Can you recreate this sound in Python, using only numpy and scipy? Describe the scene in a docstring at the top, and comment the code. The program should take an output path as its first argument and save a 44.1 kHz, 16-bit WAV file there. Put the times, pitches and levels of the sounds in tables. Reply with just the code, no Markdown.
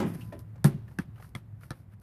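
"""Toy basketball bouncing on a patio

A small basketball drops from a hollow plastic hoop still rumbling from the shot, knocks its post and
bounces four times in an open yard, hard then softly: sagging thumps, crackling slaps, ringing modes.
House walls return low-passed copies; near and far reflections are clumped noise tails.
Clothes, shoes and grit are shaped noise over a low outdoor rumble with a faint tone.
"""
import sys
import numpy as np
from scipy import signal
from scipy.fft import rfft, irfft
from scipy.io import wavfile
from scipy.ndimage import uniform_filter1d

SR = 44100
rng = np.random.default_rng(int(sys.argv[2]) if len(sys.argv) > 2 else 0)


def materialize(psi):
    """Save the field psi as 16-bit PCM at rate SR to the path in sys.argv[1].

    A 1-D psi becomes a single channel; in a 2-D psi each row is a channel.
    """
    bounded = np.clip(np.atleast_2d(psi).T, -1, 1)
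    quanta = np.round(bounded * 32767).astype(np.int16)
    wavfile.write(sys.argv[1], SR, quanta)


N = 89390  # samples


def amp(db):
    """Linear gain from dB."""
    return 10 ** (np.asarray(db) / 20)


def unit(x):
    """Scale to unit RMS."""
    return x / np.sqrt(np.mean(x ** 2) + 1e-20)


def read(points, hz):
    """Interpolate the second column over log frequency, holding the end values."""
    f, value = np.transpose(points)[:2]
    return np.interp(np.log(hz + 1), np.log(f), value)


def add(mix, s, sound):
    """Mix a sound in at s seconds, cut at the end of the mix."""
    part = mix[max(round(s * SR), 0):][:len(sound)]
    part += sound[:len(part)]


def colour(x, points):
    """Minimum-phase filter with the given spectrum (f/Hz, gain/dB)."""
    size = 4096
    gain_db = read(points, abs(np.fft.fftfreq(size, 1 / SR)))
    log_gain = np.log(amp(gain_db))
    fir = np.fft.ifft(np.exp(np.conj(signal.hilbert(log_gain)))).real
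    return signal.fftconvolve(x, fir[:size // 2])[:len(x)]


def tail(bands):
    """Clumped random reflections, each band (f/Hz, level/dB, t60/s) dying at its own speed."""
    t, hz = np.arange(SR) / SR, np.fft.rfftfreq(SR, 1 / SR)
    clump_db = 2 * unit(uniform_filter1d(rng.standard_normal(SR), size=50))
    reflections = unit(amp(clump_db)) * rng.choice([-1., 1.], SR)
    spectrum = rfft(reflections) / np.sqrt(SR / 100)
    centres_hz = [row[0] for row in bands]
    out = np.zeros(SR)
    # triangular, overlapping bands in log frequency
    for share, (_, db, t60_s) in zip(np.eye(len(bands)), bands):
        weight = read(list(zip(centres_hz, share)), hz)
        out += irfft(spectrum * weight, SR) * amp(db - 60 * t / t60_s)
    return out


def ring(modes, rise_s=0.00025):
    """Struck modes (f/Hz, level/dB, t60/s): decaying sines of random phase."""
    t = np.arange(SR) / SR
    out = np.zeros(SR)
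    for hz, db, t60_s in modes:
        out += amp(db - 60 * t / t60_s) * np.sin(2 * np.pi * (hz * t + rng.random()))
    return (1 - np.exp(-t / rise_s)) * out


def air():
    """Lumpy low outdoor rumble of shaped noise, a narrow-band wavering hum and a faint passing tone."""
    # rumble spectrum: f/Hz, relative density/dB per Hz
    rumble_spectrum = [(25, -40.5), (50, -10.5), (80, -6), (120, -3), (165, -10), (230, -17.5),
                       (420, -30.5), (800, -35), (1900, -42), (3100, -54), (6000, -61.5), (11000, -57.5),
                       (15000, -58)]
    # rumble level: t/s, level/dB
    rumble_level = [(0, -46.5), (1.0, -48.5), (1.5, -51), (2.03, -53)]
    hum_hz, hum_width_hz, hum_db = 107.5, 5.1, -1.5  # level relative to the whole wash
    tone_hz, tone_centre_s, tone_half_length_s, tone_db = 1006, 0.3, 0.15, -63.5
    swell_db = 0.7
    t, hz = np.arange(N) / SR, np.fft.rfftfreq(N, 1 / SR)
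    wash_noise, hum_noise, swell_noise = rfft(rng.standard_normal((3, N)))

    slow = unit(irfft(swell_noise * np.exp(-(hz / 18) ** 2), N))
    swells = unit(amp(swell_db * slow))
    wash = unit(irfft(wash_noise * amp(read(rumble_spectrum, hz)), N))
    low = irfft(rfft(wash) / (1 + (hz / 400) ** 4), N)
    hum_band = np.exp(-((hz - hum_hz) / hum_width_hz) ** 2 / 2)
    hum = unit(irfft(hum_noise * hum_band, N))
    rumble = wash - low + swells * (low + amp(hum_db) * hum)  # only the low part swells

    tone_shape = np.exp(-((t - tone_centre_s) / tone_half_length_s) ** 4)
    tone = amp(tone_db) * tone_shape * np.sin(2 * np.pi * tone_hz * t)
    return amp(np.interp(t, *np.transpose(rumble_level))) * rumble + tone


def boom():
    """The flexing backboard's low boom sinks to its resting pitch as its swing dies down."""
    level_db, t60_s, rise_s = -29.5, 0.73, 0.023
    rest_hz, sag_hz, sag_s = 166.9, 56.6, 0.031
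    t = np.arange(N) / SR
    phase = 2 * np.pi * np.cumsum(rest_hz + sag_hz * np.exp(-t / sag_s)) / SR
    return amp(level_db - 60 * t / t60_s) * (1 - np.exp(-t / rise_s)) * np.sin(phase)


def hoop():
    """Blows ring and rattle the hollow plastic stand; the falling ball knocks its post."""
    # blows: t/s, mode gain/dB, rattle gain/dB
    blows = [(.001, -42, -7.5), (.018, -33, -27), (0.144, -57, -45.5), (.646, -32, -19.5)]
    # hollow hoop modes: f/Hz, relative level/dB, t60/s
    hoop_modes = [(200.7, 3.5, 0.36), (244.3, -1, 0.28), (314, 5, 0.17), (335.5, -2.5, 0.25),
                  (365, 2, 0.27), (407, -6, 0.32), (558.2, -8, 0.24), (675, -16.5, 0.33), (805, -3, 0.14),
                  (859.5, -5, 0.11), (936, -5.5, 0.12), (1061, -14.5, 0.21), (1330, -18, 0.087)]
    # rattle bands: f/Hz, relative level/dB, t60/s
    rattle_bands = [(39.7, -2, .4), (80, 4.5, 0.67), (167, 27, 0.7), (361, 16, 0.52), (540, 14.5, 0.3),
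                    (930, 10, 0.35), (2180, 1, 0.45), (4180, -3.5, 0.15), (7750, -13.5, 0.29),
                    (11200, -10.5, 0.14), (15500, -21, 0.21)]
    # dull knock bands: f/Hz, relative level/dB, t60/s
    knock_bands = [(45, -11, 0.22), (99.3, 21.5, 0.33), (243, 14, 0.35), (433, 9, 0.29), (650, 8, 0.11),
                   (1050, 3, 0.13), (1770, -6.5, 0.18), (2630, -9.5, 0.16), (3960, -12.5, 0.1),
                   (7500, -24, .1), (11300, -19.5, 0.17), (15200, -32, .1)]
    # hollow post modes: f/Hz, relative level/dB, t60/s
    post_modes = [(588, 3.5, 0.086), (665, 0.5, 0.11), (763, -11, .12), (1790, -2, 0.042),
                  (1870, -11, 0.071), (2417, -8, 0.031), (3490, -21, 0.066)]
    knock_s, knock_db, post_db, knock_rise_s = .3222, -9, -37.5, 0.0048
    out, t = np.zeros(N), np.arange(SR) / SR
    for s, modes_db, rattle_db in blows:
        add(out, s, amp(modes_db) * ring(hoop_modes) + amp(rattle_db) * tail(rattle_bands))
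    knock = amp(knock_db) * tail(knock_bands) + amp(post_db) * ring(post_modes)
    add(out, knock_s, knock * (1 - np.exp(-t / knock_rise_s)))
    return out


def rustles():
    """Scuffs of shoes and cloth as swells of grainy noise, and grit ticks as filtered impulses."""
    # rustles: peak t/s, rise/s, fall/s, scrape level/dB, swish level/dB
    swells = [(0.082, 0.013, 0.026, -63, -57), (0.144, 0.0036, 0.0096, -53.5, -57.5),
              (0.211, 0.027, 0.044, -62.5, -61.5), (0.398, 0.0058, 0.011, -65, -63.5),
              (0.883, 0.0017, 0.0061, -60.5, -74.5), (.915, 0.018, 0.042, -78, -75),
              (1.172, 0.013, 0.02, -63.5, -75), (1.237, 0.016, 0.026, -64.5, -63.5),
              (1.633, 0.0075, 0.019, -63, -63.5), (1.785, 0.089, 0.028, -71, -74),
              (1.938, 0.014, 0.0051, -65.5, -75.5), (2.027, 0.0052, .01, -60, -61)]
    # grit ticks: t/s, impulse level before colouring/dB
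    tick_events = [(.3925, -34.5), (1.2925, -45.5), (1.611, -46), (2.0, -49)]
    # scrape spectrum: f/Hz, relative gain/dB
    scrape_spectrum = [(150, -14), (600, 8.5), (1500, 7.5), (3000, -5), (5000, -15.5), (7400, -37),
                       (15500, -12)]
    # swish and tick spectrum: f/Hz, gain/dB
    swish_spectrum = [(1500, -13.5), (5000, 5), (7400, -3.5), (9500, 6), (12000, 10), (14000, 0),
                      (15500, -15)]
    grain_db = 2
    t = np.arange(N) / SR
    scrape, swish, ticks = np.zeros((3, N))
    for s, rise_s, fall_s, scrape_db, swish_db in swells:
        width_s = np.where(t < s, rise_s, fall_s)
        shape = np.exp(-abs((t - s) / width_s) ** 1.35 / 2)
        scrape += amp(scrape_db) * shape
        swish += amp(swish_db) * shape
    for s, db in tick_events:
        add(ticks, s, amp(db) * np.ones(1))
    grain = amp(grain_db * unit(uniform_filter1d(rng.standard_normal(N), size=90)))
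    scrape_noise, swish_noise = grain * rng.standard_normal((2, N))
    scrape = scrape * unit(colour(scrape_noise, scrape_spectrum))
    swish = swish * unit(colour(swish_noise, swish_spectrum))
    return scrape + swish + colour(ticks, swish_spectrum)


def taps():
    """Gritty taps and crunches, mostly shoes on paving: noise bursts resonating at their own pitch."""
    # taps: t/s, relative level/dB, f/Hz, grit level relative to body/dB, t60/s
    tap_events = [(.208, -24, 2740, -13, 0.13), (.557, -24.5, 507, -12, 0.048),
                  (.578, -28.5, 790, -12, 0.032), (0.879, -24.5, 1740, -7, 0.043),
                  (0.91, -28.5, 860, -22, 0.095), (1.158, -32, 3010, -9, 0.034),
                  (1.18, -30.5, 1214, -2, 0.043), (1.199, -20, 726, -16, 0.058),
                  (1.223, -18.5, 1310, -5.5, 0.034), (1.245, -25.5, 1100, -0.5, 0.03),
                  (1.611, -30.5, 1270, -6, 0.052), (1.633, -20, 1370, -6, 0.039)]
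    # grit spectrum: f/Hz, relative gain/dB
    grit_spectrum = [(400, 8), (1500, 15), (3300, 3), (5200, -33), (7400, -45), (15500, -15)]
    width_hz, rise_s = 220, 0.00096
    out, t = np.zeros(N), np.arange(SR // 5) / SR
    for s, db, hz, grit_db, t60_s in tap_events:
        grit = rng.standard_normal(len(t)) * rng.exponential(1, len(t))
        body = signal.lfilter(*signal.iirpeak(hz, hz / width_hz, fs=SR), grit)
        shape = amp(db - 60 * t / t60_s) * (1 - np.exp(-t / rise_s))
        add(out, s, 0.037 * shape * (unit(body) + amp(grit_db) * unit(colour(grit, grit_spectrum))))
    return out


def thump(hz, swell_s, decay_s, overtone_db):
    """A soft body pushes the air: a few low cycles sagging to hz, with an overtone at 1.5 times."""
    bend, bend_s, overtone_ratio = 0.31, 0.0079, 1.5  # starts 31 % sharp
    t = np.arange(SR // 2) / SR
    phase = 2 * np.pi * np.cumsum(hz * (1 + bend * np.exp(-t / bend_s))) / SR - np.pi / 2
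    shape = (1 - np.exp(-(t / swell_s) ** 2)) * np.exp(-t / decay_s)
    tones = np.sin(phase) + amp(overtone_db) * np.sin(overtone_ratio * phase)
    return shape / shape.max() * tones


def steps():
    """Soft low thuds of feet, as quiet thumps."""
    # footfalls: t/s, level/dB, settled f/Hz
    footfalls = [(.280, -43, 185), (1.528, -38.5, 103), (1.93, -49, 169)]
    out = np.zeros(N)
    for s, db, hz in footfalls:
        add(out, s, amp(db) * thump(hz, swell_s=.011, decay_s=0.0069, overtone_db=-21.5))
    return out


def slap(bright_db, crackle_db):
    """A sharp first touch, then crackle while the rubber flattens on the grit."""
    # rubber on paving: f/Hz, relative gain/dB
    rubber_spectrum = [(100, -2), (400, -3), (900, 2.5), (1700, 3.5), (2800, -7.5), (5200, 1.5),
                       (7400, -11), (8700, 0.5), (12500, -7.5), (15500, -25)]
    contact_s = 0.0037
    t = np.arange(SR // 10) / SR
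    grit = rng.choice([-1., 1.], len(t)) * rng.exponential(1, len(t))
    contact = amp(crackle_db) / 2 * grit * np.exp(-(t / contact_s) ** 4)
    contact[0] = 1  # first touch
    rubber = colour(contact, rubber_spectrum)
    return 0.36 * colour(rubber, [(2500, 0), (9000, bright_db)])


def ball():
    """Each bounce: thump, slap, ping of the air inside, near echo, scatter; walls return the lows."""
    # bounces: t/s, thump level/dB, settled thump f/Hz, thump swell/s, thump decay/s,
    # overtone relative level/dB, slap gain/dB, slap treble gain/dB, crackle relative level/dB,
    # ring gain/dB, low ping f/Hz, level/dB, high ping f/Hz, level/dB,
    # echo gain/dB, scatter gain/dB, scatter treble gain/dB
    bounces = [(0.6436, -9, 140.1, 0.0071, 0.018, -10.5, -3.5, 13, -34, -26.5, 1440, -28, 3730, -31.5, -13, -4, -6.5),
               (0.9875, -21, 167, 0.0071, 0.005, -6, -7, -1.5, -19, -33.5, 1537, -25, 2630, -33.5, -12, -16.5, -15.5),
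               (1.351, -28.5, 122, 0.0057, .0081, -6, -13, -6.5, -9, -38, 2096, -28.5, 3360, -35, -9.5, -21, -12),
               (1.7061, -30, 124.7, 0.0041, 0.0078, -10, -10.5, -5, -14, -36.5, 1735, -35, 3970, -41, -5, -22, -19)]
    # modes of the air inside: f/Hz, relative level/dB, t60/s
    air_modes = [(343.5, -7.5, 0.13), (521, -13.5, 0.11), (752, -9.5, 0.042), (950, -10.5, 0.041),
                 (1230, -8, 0.056), (1339, -9.5, 0.072), (1494, -13.5, 0.018), (1717, -3, 0.051),
                 (1686, -1, 0.032), (1825, -14, .07), (2040, -17.5, 0.037), (2327, -15.5, 0.047),
                 (3297, -18, .04), (4730, -16, .02), (5720, -17, 0.034)]
    # scatter by deck and fence: f/Hz, relative level/dB, t60/s
    scatter_bands = [(120, 16, 0.28), (330, 17, 0.11), (674, 17, 0.1), (1470, 8, 0.19), (2670, -0.5, 0.15),
                     (5470, 1, 0.15), (7700, 1.5, 0.1), (8250, 4.5, .15), (11900, 10.5, .155),
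                     (15400, -27.5, 0.095)]
    # reply of the yard: f/Hz, relative level/dB, t60/s
    yard_bands = [(120, 3, 0.67), (330, -16, 0.36), (690, -13.5, 0.68), (1570, -11.5, 0.34),
                  (4000, -19, 0.54), (7500, -19.5, 0.34), (11500, -13.5, 0.36), (15500, -36, .25)]
    # nearest reflection: f/Hz, gain/dB
    echo_spectrum = [(1800, -3), (4000, -4), (10000, -9)]
    ping_t60_s, ping_rise_s = 0.018, 0.00067
    echo_delay_s, near_fade_s, scatter_rise_s = .0097, 0.063, 0.0075
    wall_delay_s, wall_db, wall_cutoff_hz = 0.093, -17.5, 200
    out, t = np.zeros(N), np.arange(SR) / SR
    for (s, thump_db, hz, swell_s, decay_s, over_db, slap_db, bright_db, crackle_db, ring_db,
         low_hz, low_db, high_hz, high_db, echo_db, scatter_db, tilt_db) in bounces:
        add(out, s, amp(thump_db) * thump(hz, swell_s, decay_s, over_db))

        pings = [(low_hz, low_db, ping_t60_s), (high_hz, high_db, ping_t60_s)]  # of the spot that lands
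        hit = amp(ring_db) * ring(air_modes) + ring(pings, ping_rise_s)
        add(hit, 0, amp(slap_db) * slap(bright_db, crackle_db))
        add(out, s, hit)
        add(out, s + echo_delay_s, amp(echo_db) * colour(hit, echo_spectrum))

        near = tail(scatter_bands) * np.exp(-(t / near_fade_s) ** 4)
        scatter = (near + tail(yard_bands)) * (1 - np.exp(-t / scatter_rise_s))
        add(out, s, amp(scatter_db) * colour(scatter, [(3000, 0.012), (12000, tilt_db)]))
    wall_filter = signal.butter(2, wall_cutoff_hz, fs=SR, output="sos")
    add(out, wall_delay_s, amp(wall_db) * signal.sosfilt(wall_filter, out))
    return out


def scene():
    """Sum of all sources, one channel."""
    return (air() + boom() + hoop() + rustles() + taps() + steps() + ball())[None]


def record(dry):
    """Band limit: linear-phase low-pass."""
    edge_hz = 15300
    low_pass = signal.firwin(255, edge_hz, window=("kaiser", 8), fs=SR)
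    return signal.oaconvolve(dry, low_pass[None], "same")


dry = scene()
out = record(dry)
materialize(out)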